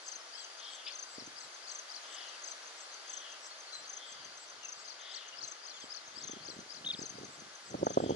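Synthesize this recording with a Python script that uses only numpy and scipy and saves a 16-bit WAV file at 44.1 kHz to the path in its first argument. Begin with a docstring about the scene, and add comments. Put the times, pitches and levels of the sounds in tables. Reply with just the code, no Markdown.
"""Small birds around a stubble field, heard at the two microphone ports of a hand-held camera.
Over steady outdoor noise, one bird buzzes (a pulsed tone), far ones rasp (narrow-band noise), one twitters
and one ticks in falling chips (gliding tones). A thin chirr and faint far whistles join them.
After a second, fingers first knock and rub the camera body (impact and friction). Near seven seconds a
close bird chirps once, with a rough lower voice, and the fingers bump more and more towards the end."""
import sys
import numpy as np
from scipy import signal
from scipy.fft import rfft, irfft, next_fast_len
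from scipy.io import wavfile

SR = 44100
rng = np.random.default_rng(int(sys.argv[2]) if len(sys.argv) > 2 else 0)


def wav_out(sig):
    """Save sig, one row per channel (or a flat mono array), as 16-bit PCM at SR to the path in sys.argv[1]."""
    wavfile.write(sys.argv[1], SR, np.round(np.clip(np.atleast_2d(sig).T, -1, 1) * 32767).astype(np.int16))


N = 359415
TIME = np.arange(N) / SR
SIDES = np.array([[.5], [-.5]])   # left and right each take half of a difference


def from_db(db):
    """Amplitude ratio of a level in decibels."""
    return 10 ** (np.asarray(db) / 20)


def unit_rms(x):
    """Normalisation to unit mean power."""
    return x / np.sqrt(np.mean(np.abs(x) ** 2) + 1e-20)


def over_time(rows):
    """Linear interpolation of each column at every sample."""
    times, *columns = np.transpose(rows)
    return [np.interp(TIME, times, c) for c in columns]


def over_hz(rows, hz):
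    """Interpolation of each column on a logarithmic frequency axis."""
    points, *columns = np.transpose(rows)
    return np.array([np.interp(np.log(hz + 1), np.log(points), c) for c in columns])


def add(track, start_s, sound):
    """Superposition: a sound adds to the track from its onset."""
    at = int(round(start_s * SR))
    first, last = max(at, 0), min(at + len(sound), N)
    if last > first:
        track[first:last] += sound[first - at:last - at]


def drift(size, rate_hz):
    """Random modulation: Gaussian values joined by straight lines."""
    steps = np.arange(size) * rate_hz / SR
    return np.interp(steps, np.arange(400), rng.standard_normal(400))


def note(contour, rough, stretch=.98):
    """A sinusoid follows a (t/s, f/Hz, level/dB) contour, with random frequency and amplitude modulation."""
    times, hz, db = np.transpose(contour)
    times = np.sort(times) * stretch
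    t = np.arange(times[0], times[-1], 1 / SR)
    pitch = np.interp(t, times, hz) * (1 + rough * .0072 * drift(len(t), 700))
    amplitude = from_db(np.interp(t, times, db) + rough * 1.3 * drift(len(t), 400))
    edges = np.clip(np.minimum(t - times[0], times[-1] - t) / .001, 0, 1)
    return edges * amplitude * np.sin(2 * np.pi * np.cumsum(pitch) / SR)


def outdoors(x, pan_db, lead_rad, scatter_db, t60_s, onset_s=.008):
    """Direct sound differs in phase between the ports; scattering by stubble and bushes adds a tail."""
    size = next_fast_len(N + SR)
    t = np.arange(SR // 2) / SR
    build_up = 1 - np.exp(-(t / onset_s) ** 2)
    tail = rng.standard_normal((2, len(t))) * from_db(-60 * t / t60_s) * build_up
    tail /= np.sqrt(np.sum(tail ** 2, axis=1, keepdims=True))
    paths = np.exp(1j * lead_rad * SIDES) + from_db(scatter_db) * rfft(tail, size)
    return irfft(rfft(x, size) * paths * from_db(pan_db * SIDES), size)[:, :N]


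# Relative spectral density of the outdoor noise: f/Hz, left level/dB, right level/dB
FIELD_SPECTRUM = [(40.3, -42, -35), (153, -46, -50), (223, -21.5, -22), (311, -12, -11.5),
                  (630, -1.5, -1.5), (796, -3.5, -2.5), (1120, -5, -2), (1124, 2, -1), (1670, -1, -0.5),
                  (1830, -3, -5.5), (2070, -2, -3), (2310, -7, -5.5), (2880, -6, -6), (3160, -2.5, -6),
                  (3900, -3, -7.5), (4520, 0, -5.5), (5600, -4, -9), (6270, -4, -5.5), (7250, -13, -11.5),
                  (8260, -15.5, -17), (8600, -25, -16.5), (10800, -23.5, -16)]
# Its slow swell, taken about each column's mean: t/s, body level/dB, hiss level/dB
FIELD_SWELL = [(0.0, -55, -72), (1.3, -55.5, -71.5), (2.25, -53.5, -70), (3.15, -54.5, -71.3),
               (4.6, -56, -75), (5.15, -55.5, -76), (6.35, -56, -75), (6.8, -56.5, -73), (8.15, -56.5, -73)]
# Its likeness at the two ports: f/Hz, coherence, phase lead of the left/rad
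FIELD_COHERENCE = [(100, 0.98, -0.5), (300, 0.88, -0.8), (600, 0.57, 0.15), (1280, .5, -1.26),
                   (2360, 0.15, -1.2), (2810, 0.094, 1.8), (3300, 0.19, -1.5), (4200, 0.53, -1.34),
                   (5500, 0.078, -2.5), (7000, 0.05, -2.5), (9000, 0.015, -7)]
def field_noise(level_db=-50.5, split_hz=7000):
    """Partial coherence: far-off noise is the sum of a part common to both ports and a part of their own."""
    size = next_fast_len(N)
    hz = np.fft.rfftfreq(size, 1 / SR)
    common, *own = rfft(rng.standard_normal((3, size)))
    coherence, lead = over_hz(FIELD_COHERENCE, hz)
    air = np.sqrt(coherence) * common * np.exp(1j * lead * SIDES) + np.sqrt(1 - coherence) * np.array(own)
    air *= from_db(over_hz(FIELD_SPECTRUM, hz)) * (hz < SR / 3)
    low_share = 1 / (1 + (hz / split_hz) ** 8)
    body, hiss = [irfft(air * share, size)[:, :N] for share in (low_share, 1 - low_share)]
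    body_db, hiss_db = [db - np.mean(db) for db in over_time(FIELD_SWELL)]
    return from_db(level_db) * unit_rms(body * from_db(body_db) + hiss * from_db(hiss_db))


# Contour of one buzz: t/s from its peak, f/Hz, relative level/dB
BUZZ_CONTOUR = [(-.080, 7800, -10), (-.050, 7750, 2), (-.028, 7650, 4.5), (-.003, 7600, 6),
                (.003, 7560, -14)]
# Runs of evenly spaced buzzes: first t/s, last t/s, count, relative level/dB
BUZZ_SERIES = [(.105, .768, 3, -56.5), (1.155, 1.757, 3, -57.5), (2.165, 2.165, 1, -57),
               (2.523, 4.450, 7, -57.5), (4.835, 6.563, 6, -61), (7.024, 8.051, 4, -60.5)]
def buzzing_bird(first_rate_hz=270, last_rate_hz=185):
    """Amplitude modulation chops a high note into pulses, which slow down as it swells."""
    out = np.zeros(N)
    for first_s, last_s, count, db in BUZZ_SERIES:
        for s in np.linspace(first_s, last_s, count):
            tone = note(BUZZ_CONTOUR, rough=.96)
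            cycles = np.cumsum(np.linspace(first_rate_hz, last_rate_hz, len(tone))) / SR + rng.random()
            add(out, s + BUZZ_CONTOUR[0][0], from_db(db) * tone * np.sin(np.pi * cycles) ** 2)
    return from_db(1.5) * outdoors(out, pan_db=4, lead_rad=-.68, scatter_db=-11.5, t60_s=.18)


def noise_band(pitch, width_hz):
    """Quadrature modulation by low-pass noise spreads a tone into a band about its moving pitch."""
    lowpass = signal.butter(3, width_hz / 2, fs=SR, output="sos")
    flutter = signal.sosfilt(lowpass, rng.standard_normal((2, SR)))[:, -len(pitch):]
    phase = 2 * np.pi * np.cumsum(pitch) / SR
    return unit_rms(flutter[0] * np.cos(phase) + flutter[1] * np.sin(phase))


# Hoarse calls: t/s, duration/s, level/dB, reference f/Hz, bandwidth/Hz, fraction spent swelling,
# relative level of the lower band/dB
RASP_CALLS = [(0.052, .06, -54.5, 5240, 800, 0.55, -30), (0.577, 0.31, -51.5, 3550, 695, 0.24, -21),
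              (.865, 0.038, -42.5, 3440, 1330, 0.1, -30), (1.16, .10, -57, 5530, 900, 0.36, -30),
              (2.028, 0.35, -52.5, 3397, 705, 0.42, -11), (3.03, .35, -54, 3430, 570, 0.66, -11),
              (3.40, 0.097, -56.5, 5800, 698, 0.63, -30), (3.949, .33, -55.5, 3580, 522, 0.27, -12),
              (4.977, 0.33, -51.5, 3590, 794, 0.41, -9.5), (6.102, 0.35, -58.5, 3660, 523, 0.69, -11),
              (7.849, 0.37, -57, 3526, 550, 0.67, -18)]
# Pitch arch of a call: fraction of its duration, ratio to the reference frequency
RASP_CONTOUR = [(0, 0.93), (.3, 0.96), (.6, 0.94), (1, .83)]
def rasping_birds(edge_db=-8, lower_ratio=.58):
    """Narrow-band noise sounds hoarse: each call arches and sinks, and a lower throat band follows."""
    out = np.zeros(N)
    for s, length, db, hz, width, rise, lower_db in RASP_CALLS:
        along = np.linspace(0, 1, int(length * SR))
        pitch = hz * np.interp(along, *np.transpose(RASP_CONTOUR))
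        swell = from_db(np.interp(along, [0, rise, 1], [edge_db, 1.5, edge_db]))
        swell *= signal.windows.tukey(len(along), .08)
        voice = noise_band(pitch, width) + from_db(lower_db) * noise_band(pitch * lower_ratio, width / 2)
        add(out, s, from_db(db) * swell * unit_rms(voice))
    return outdoors(out, pan_db=7, lead_rad=-.46, scatter_db=-6, t60_s=.33)


# Contours of the four notes of a twitter: t/s from the steep fall, f/Hz, relative level/dB
TWITTER_NOTES = [
    [(-.080, 4580, -15), (-.068, 4800, -9.5), (-.059, 4740, 0), (-.055, 4550, -27)],
    [(-.056, 5260, -16), (-.048, 5250, -1), (-.039, 4900, -0.5), (-.034, 4850, -27)],
    [(-.028, 3900, -15), (-.020, 4350, -4), (-.013, 4750, 0), (-.009, 5100, -30)],
    [(-.009, 6300, -9), (-.004, 5800, -4), (0, 5220, -2.5), (.005, 4520, 0), (.011, 4150, -8),
     (.019, 4060, -7.5), (.027, 4080, -13)],
]
# Twitters: t/s of the steep fall, relative level/dB, gain of the two opening notes/dB
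TWITTER_PHRASES = [(0.135, -46.5, -1), (.400, -43, 0), (.650, -46.5, -5), (0.927, -44.5, 4.5),
                   (1.199, -49, -5), (1.430, -47.5, 3), (1.698, -42.5, -7.5), (1.963, -41, -1.5),
                   (2.231, -48, 1), (2.508, -48, -2), (4.901, -43, -7), (5.165, -39, -8),
                   (5.434, -39.5, -3), (5.702, -43, -1.5), (5.969, -40.5, 1), (6.23, -44, 2.5),
                   (6.501, -40.5, -5), (6.767, -43.5, 0), (7.036, -47.5, 4.5)]
def twittering_bird(detune=.0065, vary_db=1):
    """Frequency modulation draws four gliding notes, heard from the left; each repeat varies slightly."""
    out = np.zeros(N)
    for s, db, opening_db in TWITTER_PHRASES:
        for contour, lift_db in zip(TWITTER_NOTES, [opening_db, opening_db, 0, 0]):
            sung = np.array(contour) * [1, 1 + rng.normal(0, detune), 1]
            gain = from_db(db + lift_db + rng.normal(0, vary_db))
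            add(out, s + contour[0][0], gain * note(sung, rough=.96))
    return from_db(-2) * outdoors(out, pan_db=13, lead_rad=-1.9, scatter_db=-11, t60_s=.35)


# Contour of one chip: t/s from its middle, f/Hz, relative level/dB
CHIP_CONTOUR = [(-.009, 6665, -30), (-.006, 6590, -3.5), (-.002, 6360, 0.5), (.002, 6170, 3.5),
                (.006, 6050, 0), (.009, 5850, -6.5), (.011, 5750, -30)]
# Phrases, a triplet and then single chips: triplet t/s, first single t/s, last single t/s, count of singles
CHIP_SERIES = [(.085, .445, .752, 3), (.957, 1.268, 1.549, 3), (1.718, 2.148, 2.290, 2),
               (2.443, 2.676, 2.943, 3), (3.100, 3.325, 3.746, 4), (3.899, 4.125, 4.503, 4),
               (4.653, 4.882, 5.286, 4), (5.445, 5.668, 6.080, 4), (6.242, 6.468, 6.876, 4),
               (7.025, 7.251, 7.708, 4), (7.864, 8.101, 8.101, 1)]
def chipping_bird(triplet_db=-41.5, first_db=-48, later_db=-49.5, spacing_s=.037, vary_db=.6):
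    """A brief downward sweep is heard as a tick; a faint flick leads into each triplet and each single."""
    out, onset_s = np.zeros(N), CHIP_CONTOUR[0][0]
    flick_db, flick_lead_s, flick_stretch = -8, .020, .642
    for triplet_s, first_s, last_s, count in CHIP_SERIES:
        single_times = np.linspace(first_s, last_s, count)
        singles = [(s, later_db if k else first_db, 1) for k, s in enumerate(single_times)]
        for s, db, repeats in [(triplet_s, triplet_db, 3)] + singles:
            flick = note(CHIP_CONTOUR, rough=.91, stretch=flick_stretch)
            add(out, s - flick_lead_s + onset_s * flick_stretch, from_db(db + flick_db) * flick)
            for k in range(repeats):
                gain = from_db(db + rng.normal(0, vary_db))
                add(out, s + k * spacing_s + onset_s, gain * note(CHIP_CONTOUR, rough=.41))
    return outdoors(out, pan_db=6.5, lead_rad=.94, scatter_db=-12, t60_s=.14, onset_s=.015)


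def far_flock(softest_db=-56, range_db=2, count=60):
    """A random point process: tiny glides from distant birds come at independent times and pitches."""
    out = np.zeros(N)
    for when, height, length, slide, loud in rng.random((count, 5)):
        hz, half_s = 3800 + 2800 * height, .008 + .012 * length
        fall_hz = hz * .085 * (slide - .3)
        contour = [(0, hz + fall_hz, -12), (half_s, hz, 0), (2 * half_s, hz - fall_hz, -12)]
        add(out, when * TIME[-1], from_db(softest_db + range_db * loud) * note(contour, rough=1.8))
    return outdoors(out, pan_db=9, lead_rad=-.67, scatter_db=-6, t60_s=.25)


# Spells of thin, far chirring: t/s, relative level/dB
CHIRR_SPELLS = [(.27, -53.5), (.95, -54), (1.48, -57), (2.21, -55), (2.81, -57), (3.46, -58), (4.03, -54.5),
                (4.67, -54.5), (5.5, -62), (6.99, -57), (7.8, -56.5)]
def chirring(pitch_hz=4680, width_hz=280, spell_s=.35):
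    """Narrow-band noise flutters in amplitude and is heard as a chirr, perhaps an insect."""
    out, size = np.zeros(N), int(spell_s * SR)
    envelope = signal.windows.tukey(size, .35)
    for s, db in CHIRR_SPELLS:
        add(out, s, from_db(db) * envelope * noise_band(np.full(size, pitch_hz), width_hz))
    return from_db(-7) * outdoors(out, pan_db=10.5, lead_rad=-3.1, scatter_db=-6, t60_s=.17)


def slurs(rows, rough, octave_db, edge_db=-10.5):
    """A fundamental and its second harmonic swell and fade along a parabola through three pitches."""
    out, along = np.zeros(N), np.linspace(-1, 1, 11)
    for s, length, *pitches, db in rows:
        pitch = np.polyval(np.polyfit([-1, 0, 1], pitches, 2), along)
        contour = np.column_stack([length * (along + 1) / 2, pitch, db + edge_db * along ** 4])
        add(out, s, note(contour, rough))
        add(out, s, from_db(octave_db) * note(contour * [1, 2, 1], rough))
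    return out


# Faint far whistles, plus the rough lower voice of the close bird's chirp at 6.917 s:
# t/s, duration/s, start f/Hz, middle f/Hz, end f/Hz, relative level/dB
FAINT_NOTES = [(.335, 0.15, 3000, 3280, 2600, -55), (2.885, .06, 4250, 4100, 4100, -58),
               (3.505, .025, 4430, 4370, 4300, -52), (3.670, .033, 4180, 4350, 4600, -52),
               (3.722, .055, 4030, 4120, 3990, -43.5), (3.835, 0.047, 4250, 4480, 4745, -54),
               (4.625, 0.045, 2880, 2770, 2550, -50.5), (5.320, .038, 3130, 2840, 3380, -52),
               (5.725, .075, 3300, 3420, 2650, -55.5), (5.730, 0.059, 6650, 6830, 6360, -56.5),
               (5.810, 0.038, 3600, 3330, 2980, -52), (5.815, 0.033, 5240, 4900, 4500, -52),
               (6.917, 0.0246, 2660, 2400, 2040, -52)]
def whistles_and_lower_voice():
    """Reverberation blurs rough gliding tones: far whistles, and the lower voice of the close chirp."""
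    song = slurs(FAINT_NOTES, rough=1.64, octave_db=-27)
    return from_db(2) * outdoors(song, pan_db=6, lead_rad=-1.9, scatter_db=-8.5, t60_s=.44)


def body_swing(hz, cycles=.52):
    """A wave packet: one short swing of the camera body, of random phase, centred in 25 ms."""
    turns = np.arange(-SR // 80, SR // 80) / SR * hz
    swing = np.cos(2 * np.pi * turns + rng.uniform(0, 2 * np.pi))
    return swing / np.cosh(np.clip(turns / cycles * 2, -30, 30))


# Brief shifts of the fingers: middle t/s, duration/s, relative level/dB
FINGER_SHIFTS = [(1.24, 0.17, -60), (1.46, 0.073, -66), (3.821, 0.075, -65), (4.256, .17, -61),
                 (4.54, .16, -74), (4.82, .2, -74), (5.431, 0.06, -57.5), (5.84, .15, -70)]
# Rubbing of the grip as the camera is turned: t/s, relative level/dB
TURNING_GRIP = [(5.95, -91), (6.18, -62), (6.6, -57), (6.71, -67), (6.84, -57), (7.05, -63.5),
                (7.23, -49.5), (7.37, -64.5), (7.45, -57.5), (7.6, -85), (7.70, -52.5), (7.80, -42),
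                (7.94, -47), (8.05, -38), (8.15, -40.5)]
def grip_envelope(resting_db=-95, edge_db=-12.5):
    """Friction amplitude is a sum: a hand almost at rest, brief finger shifts, then the turn."""
    strength = from_db(resting_db) + from_db(over_time(TURNING_GRIP)[0])
    for s, length, db in FINGER_SHIFTS:
        half_lengths_away = np.abs(2 * (TIME - s) / length)
        strength += from_db(db + edge_db * np.minimum(half_lengths_away, 10))
    return strength


# Spectrum of the rubbing: f/Hz, relative level/dB
RUB_SPECTRUM = [(30, -34), (70, -9), (120, 0), (220, 0), (350, -1.5), (550, -3.5), (900, -15), (1500, -48)]
def rubbing(grip, grain_db=4):
    """Sliding friction makes low noise that comes in random lumps."""
    size = next_fast_len(N)
    colour = from_db(over_hz(RUB_SPECTRUM, np.fft.rfftfreq(size, 1 / SR))[0])
    noise = irfft(rfft(rng.standard_normal(size)) * colour, size)[:N]
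    lumps_db = grain_db * np.interp(TIME, np.linspace(0, TIME[-1], 600), rng.standard_normal(600))
    return unit_rms(noise) * unit_rms(from_db(lumps_db)) * grip


def creaks(grip, per_s=50, hz=300, level_db=4.5, spread_db=3.5):
    """Stick-slip friction: tiny slips of the grip jolt the body at random moments."""
    out = np.zeros(N)
    for at in np.flatnonzero(rng.random(N) < per_s / SR):
        creak = body_swing(hz * np.exp(rng.normal(0, .28)))
        gain = grip[at] * from_db(rng.normal(level_db, spread_db))
        add(out, (at - len(creak) / 2) / SR, gain * creak)
    return out


# Finger knocks on the camera body: t/s, relative level/dB, f/Hz
FINGER_KNOCKS = [(1.183, -39.5, 310), (1.2234, -45, 301), (1.276, -45, 300), (5.8413, -44.5, 344),
                 (6.2967, -38.5, 320), (6.335, -40, 280), (6.3686, -40, 300), (6.4876, -41, 368),
                 (6.59, -40, 226), (6.9475, -40, 276), (6.992, -38.5, 312), (7.0177, -36.5, 304),
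                 (7.037, -40, 344), (7.185, -40.5, 342), (7.7432, -26.5, 520), (7.7509, -28.5, 277),
                 (7.8303, -17.5, 410), (7.8685, -15.5, 596), (7.906, -27, 520), (7.9733, -11.5, 470),
                 (8.0027, -21.5, 510), (8.0389, -20, 360), (8.063, -26, 388), (8.0948, -22, 417),
                 (8.1067, -18.5, 420)]
def knocks(tick_db=-11, tick_ratio=1.98, rebound_s=.00553, rebound_db=-8.5):
    """Impact excitation: a finger rocks the body, a brighter tick follows, and the finger rebounds."""
    out = np.zeros(N)
    for s, db, hz in FINGER_KNOCKS:
        start = s - 1 / 80   # centres the swing on the knock
        add(out, start, from_db(db) * body_swing(hz))
        add(out, start + .002, from_db(db + tick_db) * body_swing(hz * tick_ratio, cycles=1))
        add(out, start + rebound_s * rng.uniform(.697, 1.295), from_db(db + rebound_db) * body_swing(hz))
    return out


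def handling(low_cut_hz=120, right_delay_s=.00045):
    """Structure-borne sound: the hand's shaking runs through the body and reaches the right port later."""
    grip = grip_envelope()
    highpass = signal.butter(2, low_cut_hz, "high", fs=SR, output="sos")
    jolts = signal.sosfilt(highpass, knocks() + creaks(grip))
    shake = from_db(1) * jolts + from_db(-5) * rubbing(grip)
    delayed = np.interp(TIME - right_delay_s, TIME, shake)
    return np.array([from_db(1) * shake, from_db(3) * delayed])


# A rise, three arches and a long fall: t/s, duration/s, start f/Hz, middle f/Hz, end f/Hz, relative level/dB
CHIRP_NOTES = [(6.845, 0.011, 2750, 3420, 4550, -40), (6.861, 0.021, 3500, 3740, 3230, -32.5),
               (6.885, 0.013, 3400, 3830, 3200, -34), (6.899, .018, 3380, 3690, 2970, -30.5),
               (6.920, 0.0137, 5000, 4800, 4600, -49), (6.933, .019, 4650, 3860, 3050, -37.5)]
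def near_chirp():
    """Direct sound dominates near a source: one quick run of glides is heard with little scatter."""
    song = slurs(CHIRP_NOTES, rough=.6, octave_db=-40)
    return from_db(1.5) * outdoors(song, pan_db=3, lead_rad=-1.4, scatter_db=-21, t60_s=.29)


def scene():
    """Superposition of the field, its callers and the hand on the camera."""
    birds = buzzing_bird() + rasping_birds() + twittering_bird() + chipping_bird() + far_flock()
    return field_noise() + birds + chirring() + whistles_and_lower_voice() + handling() + near_chirp()


def record(dry, cutoff_hz=11100):
    """Band limiting: an elliptic low-pass filter cuts the top steeply."""
    return signal.sosfilt(signal.ellip(12, .1, 70, cutoff_hz, fs=SR, output="sos"), dry)


dry = scene()
out = record(dry)
wav_out(out)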